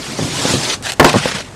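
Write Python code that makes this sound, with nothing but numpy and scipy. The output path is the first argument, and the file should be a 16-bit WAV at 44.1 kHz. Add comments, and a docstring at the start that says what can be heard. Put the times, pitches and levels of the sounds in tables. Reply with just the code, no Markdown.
"""A snowboard hisses over packed snow towards the listener, rumbling and thumping over bumps.
Its edge bites for the jump, ice crumbs snap, and it rears up on its dragging tail. At 1 s it slaps
down twice on a wooden bench, exciting the normal modes of the wood and overloading the microphone.
It knocks along the plank, scrapes to its end and flies off, leaving the faint wash of wind and
distant slope that lies under the whole scene."""
import sys
import numpy as np
from scipy import signal
from scipy.fft import rfft, irfft, next_fast_len
from scipy.io import wavfile

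SR = 44100
rng = np.random.default_rng(int(sys.argv[2]) if len(sys.argv) > 2 else 0)


def wav_record(signal):
    """Record a signal, one row per channel, as 16-bit PCM in the file named by sys.argv[1]."""
    frames = np.transpose(np.atleast_2d(signal))
    bounded = np.clip(frames, -1, 1)
    # unit amplitude maps onto the largest positive 16-bit level
    quanta = np.round(bounded * 32767).astype(np.int16)
    wavfile.write(sys.argv[1], SR, quanta)


N = 68355
TIME = np.arange(N) / SR

# Impacts of the board on the bench: (time [s], strength [dB], crack level [dB])
SLAPS = [(.9967, -2.5, 7.5), (1.0005, 0.5, -1.5), (1.008, -16.5, -5.5), (1.0285, -29, -9),
         (1.0447, -1, 5.5), (1.0495, -11.5, -3), (1.067, -11, -27)]
# Normal modes of bench and board together: (frequency [Hz], level [dB], T60 [s])
BENCH_MODES = [(153.3, -4.5, 0.56), (250.3, -7.5, 0.13), (265.3, -10.5, 0.19), (348, 3, 0.084),
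               (365, -10, 0.17), (430.3, -5, 0.17), (598, -8.5, 0.14), (684, -12, 0.16), (729, -11, 0.32),
               (793, -17, 0.2), (834, -22, 0.41), (925, -8, 0.22), (1026, -10.5, 0.16), (1081.6, -12, 0.13),
               (1386, 0, 0.029), (1765, -10, 0.1)]
# Spectra of the crack and of the shuddering trestles: (frequency [Hz], level [dB])
CRACK_SPECTRUM = [(80, -4), (200, -3), (500, 2), (1100, -1), (1800, -6), (3000, -13.5), (6000, -22),
                  (10000, -28.5), (15000, -34)]
CLATTER_SPECTRUM = [(45, -32), (130, 10), (260, 2), (400, 9), (750, 1), (1050, 11), (1300, -20),
                    (2500, -20), (6000, -26), (14000, -50)]
def bench_slaps():
    """Impulse excitation: each slap rings the modes; its crack and trestle clatter add in power."""
    coupling = from_db(rng.standard_normal((len(BENCH_MODES), len(SLAPS))))  # 1 dB spread
    blows = np.array([from_db(db) * click(s) for s, db, _ in SLAPS])
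    wood = sum(from_db(db) * ring(force, hz, t60)
               for force, (hz, db, t60) in zip(coupling @ blows, BENCH_MODES))
    crack_power = sum((from_db(db + 4.5) * decay(s, t60=.032)) ** 2 for s, _, db in SLAPS)
    clatter_power = sum((from_db(db - 13) * decay(s, t60=.26)) ** 2 for s, db, _ in SLAPS)
    crack = noise(CRACK_SPECTRUM) * np.sqrt(crack_power)
    clatter = noise(CLATTER_SPECTRUM) * np.sqrt(clatter_power)
    return wood + crack + clatter


# Contacts with bumps and with the plank: (time [s], strength [dB], cut-off [Hz])
KNOCKS = [(0.091, -30, 390), (.1895, -11.5, 600), (.1945, -12, 674), (0.2227, -7, 300), (0.23, -14, 253),
          (0.272, -19, 250), (0.4531, -8.5, 710), (0.513, -23, 700), (0.538, 0.5, 260), (0.5464, -3.5, 240),
          (0.56, -15, 250), (0.81, -22.5, 397), (1.1412, -4.5, 1210), (1.1476, -6, 690), (1.1583, 1, 600),
          (1.1667, 3, 244), (1.2569, -5.5, 670)]
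# Normal modes of the board, damped by the rider's boots: (frequency [Hz], level [dB], T60 [s])
BOARD_MODES = [(141, -17, 0.19), (195, -6.5, 0.07), (252, -4, 0.043), (377, -2, 0.024), (508, 3, 0.036),
               (600, -44, 0.089), (778, 0, 0.018), (1065, -2, 0.027)]
def board_knocks():
    """Contact bandwidth: knocks ring the board and crush snow; harder contacts reach higher pitches."""
    force = sum(from_db(db) * butterworth(click(s), hz) for s, db, hz in KNOCKS)
    board = sum(from_db(db) * ring(force, hz, t60) for hz, db, t60 in BOARD_MODES)
    snow = rng.standard_normal(N)
    crunch = sum(from_db(db) * butterworth(snow * decay(s, t60=.04) + 1e-18, [94, hz], "band")
                 for s, db, hz in KNOCKS)
    return from_db(-2) * board + from_db(4) * crunch


# Envelope of the scrape on the plank: (time [s], level [dB])
SCRAPE_ENVELOPE = [(.997, -50), (1.005, -29.5), (1.06, -13.5), (1.078, -14), (1.1, -13), (1.122, -23.5),
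                   (1.155, -19.5), (1.176, -14.5), (1.202, -21.5), (1.28, -17), (1.332, -23), (1.36, -21),
                   (1.386, -23), (1.408, -23), (1.43, -35.5), (1.49, -41)]
# Its spectrum: (frequency [Hz], level [dB])
SCRAPE_SPECTRUM = [(80, -7), (220, 1), (350, -9.5), (480, -3), (1000, -5), (1800, -2), (3000, -5),
                   (4700, -6), (6500, -11.5), (9000, -15.5), (11500, -26.5), (15000, -44)]
def bench_scrape():
    """Sliding friction: the base scrapes along the snowy plank until it leaves the end."""
    scrape = friction(SCRAPE_SPECTRUM, grains_per_s=12000, spread_db=1.5, flutter_db=1.56)
    return envelope(SCRAPE_ENVELOPE) * scrape


# Envelopes of the gliding base and the biting edge: (time [s], level [dB])
GLIDE_ENVELOPE = [(0, -29), (.07, -27), (.166, -29), (.19, -23), (.30, -25.5), (.35, -21.5), (.52, -16),
                  (.602, -22.5), (.64, -18), (.70, -21.5), (.745, -20.5), (.76, -32), (.785, -44),
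                  (.83, -82)]
BITE_ENVELOPE = [(.61, -53), (.64, -49), (.665, -32), (.70, -19.5), (.742, -21), (.758, -42)]
# Their spectra: (frequency [Hz], level [dB])
GLIDE_SPECTRUM = [(100, -12), (350, -1), (900, -1.5), (1400, -5), (2600, -3.5), (4200, -3), (6200, -5),
                  (8500, -9), (10500, -15.5), (13000, -28), (15000, -40)]
BITE_SPECTRUM = [(500, -38), (950, -3), (1200, -3.5), (2800, -3.5), (3500, -1), (4000, -1), (4600, -4),
                 (5400, -14), (6100, 3), (7200, -23), (12000, -42)]
def snow_hiss():
    """Granular friction: tiny fractures merge into a hiss under the base and, at the jump, the edge."""
    packed_snow = dict(grains_per_s=20000, spread_db=.5, flutter_db=.62)
    glide = envelope(GLIDE_ENVELOPE) * friction(GLIDE_SPECTRUM, **packed_snow)
    bite = envelope(BITE_ENVELOPE) * friction(BITE_SPECTRUM, **packed_snow)
    return glide + bite


# Envelope of the tail's drag at take-off: (time [s], level [dB])
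DRAG_ENVELOPE = [(.82, -73), (.828, -30), (.856, -21.5), (.89, -19.5), (.908, -19), (.917, -31),
                 (.938, -25), (.955, -53), (.98, -49), (.992, -66)]
# Its spectrum: (frequency [Hz], level [dB])
DRAG_SPECTRUM = [(100, -18), (400, -13), (620, -4), (860, -2.5), (1070, -10.5), (1750, -2), (2300, -10),
                 (3600, -4.5), (5000, -11), (8000, -12), (11000, -21), (15000, -40.5)]
def tail_drag():
    """Coarse friction: sparser, less even fractures make the tail rasp."""
    rasp = friction(DRAG_SPECTRUM, grains_per_s=10000, spread_db=1.8, flutter_db=1.2)
    return envelope(DRAG_ENVELOPE) * rasp


# Envelope of the rumble: (time [s], level [dB])
RUMBLE_ENVELOPE = [(0, -20), (.05, -54), (.10, -26), (.13, -26), (.175, -40), (.21, -19.5), (.28, -22.5),
                   (.33, -27), (.43, -26), (.55, -17.5), (.61, -27), (.72, -39), (.82, -42), (.95, -69)]
# Its spectrum: (frequency [Hz], level [dB])
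RUMBLE_SPECTRUM = [(30, -30), (70, -9.5), (135, 5), (200, 1), (280, 1.5), (400, -7), (700, -18.5),
                   (1300, -51), (3000, -60)]
def board_rumble():
    """Forced vibration: uneven snow shakes the weighted board at low frequencies."""
    return envelope(RUMBLE_ENVELOPE) * noise(RUMBLE_SPECTRUM)


# Ice crumbs breaking under the edge: (time [s], level [dB])
SNAPS = [(0.754, -25), (.763, -38), (.768, -35), (.8252, -16.5), (0.902, -30), (.9075, -27), (0.911, -24),
         (0.9203, -10), (0.9208, -34), (.9277, -17), (0.9348, -15.5), (.972, -32), (0.982, -33),
         (0.988, -43), (1.1304, -11)]
def ice_snaps():
    """Brittle fracture: each crumb gives a short, bright burst of noise."""
    bursts = sum(from_db(db + 2) * decay(s, t60=.009) for s, db in SNAPS)
    return butterworth(bursts * rng.standard_normal(N), [1900, 8200], "band")


# Spectrum of wind and distant slope: (frequency [Hz], level [dB])
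AIR_SPECTRUM = [(25, -0.5), (70, 2), (125, 6), (190, -3), (300, -1.5), (600, -7.5), (1200, -11),
                (3000, -18.5), (4500, -19.5), (8500, -22), (12000, -37), (15000, -54)]
def open_air():
    """Stationary noise: a faint, steady wash."""
    return from_db(-34) * noise(AIR_SPECTRUM)


def friction(spectrum, grains_per_s, spread_db, flutter_db):
    """Shot noise: random tiny fractures of uneven size under a fluttering pressure; rms 1."""
    sizes = from_db(spread_db * np.minimum(rng.exponential(1, N), 5))
    signs = rng.choice([-1, 1], N)
    grains = sizes * signs * (rng.random(N) < grains_per_s / SR)
    hiss = coloured(flicker(grains), spectrum)
    pressure = from_db(flutter_db * drift(hz=44))
    return rms_one(hiss * pressure)


def flicker(x, bands=48, depth_db=2.3):
    """Amplitude modulation: each narrow band swells and fades independently."""
    size = next_fast_len(N)
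    spectrum = rfft(x, size)
    band_of_bin = np.round((bands - 1) * np.sqrt(np.linspace(0, 1, len(spectrum))))
    return sum(irfft(spectrum * (band_of_bin == k), size)[:N] * from_db(depth_db * drift(hz=28))
               for k in range(bands))


def ring(force, hz, t60):
    """Damped oscillator: the velocity of one mode, of amplitude 1 after a unit impulse."""
    radius, angle = from_db(-60 / (t60 * SR)), 2 * np.pi * hz / SR
    return signal.lfilter([.5, 0, -.5], [1, -2 * radius * np.cos(angle), radius ** 2], force + 1e-18)


def coloured(x, spectrum):
    """Spectral shaping by (frequency [Hz], level [dB]) points; rms 1."""
    hz, db = np.transpose(spectrum)
    size = next_fast_len(N + 4096)
    bin_hz = np.maximum(np.arange(size // 2 + 1) * SR / size, 1)
    gain = from_db(np.interp(np.log(bin_hz), np.log(hz), db))
    bass_rolloff = np.minimum(bin_hz / hz[0], 1)
    return rms_one(irfft(rfft(x, size) * gain * bass_rolloff, size)[:N])


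def noise(spectrum):
    """Gaussian noise of a given spectrum; rms 1."""
    return coloured(rng.standard_normal(N), spectrum)


def drift(hz):
    """Low-passed noise: a random wander of rms 1."""
    return rms_one(butterworth(rng.standard_normal(N + SR // 10), hz)[-N:])


def envelope(points):
    """Gain through (time [s], level [dB]) points, silent outside them."""
    times, db = np.transpose(points)
    return from_db(np.interp(TIME, times, db, left=-120, right=-120))


def decay(start, t60):
    """Exponential decay from 1 at start, falling 60 dB in t60 seconds."""
    age = TIME - start
    return (age >= 0) * from_db(-60 * np.maximum(age, 0) / t60)


def click(start):
    """Unit impulse."""
    return 1.0 * (np.arange(N) == int(start * SR))


def butterworth(x, hz, kind="low"):
    """Maximally flat filter with skirts of 12 dB per octave."""
    return signal.sosfilt(signal.butter(2, hz, kind, fs=SR, output="sos"), x)


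def from_db(db):
    """Decibels to amplitude ratio."""
    return 10 ** (np.asarray(db) / 20)


def rms_one(x):
    """Normalisation to rms 1."""
    return x / np.sqrt(np.mean(x ** 2) + 1e-20)


def scene():
    """Superposition: open air, run-in and bench contacts add in one channel."""
    run_in = open_air() + snow_hiss() + tail_drag() + board_rumble() + ice_snaps()
    return (run_in + board_knocks() + bench_slaps() + bench_scrape())[None]


def record(dry, clip_level=.88):
    """Band limiting and saturation: the microphone loses deep bass and top, and overloads on slaps."""
    thin = butterworth(dry, 46.7, "high")
    clipped = thin / (1 + (thin / clip_level) ** 4) ** .25
    return signal.sosfilt(signal.ellip(10, .1, 90, 15500, fs=SR, output="sos"), clipped)


dry = scene()
out = record(dry)
wav_record(out)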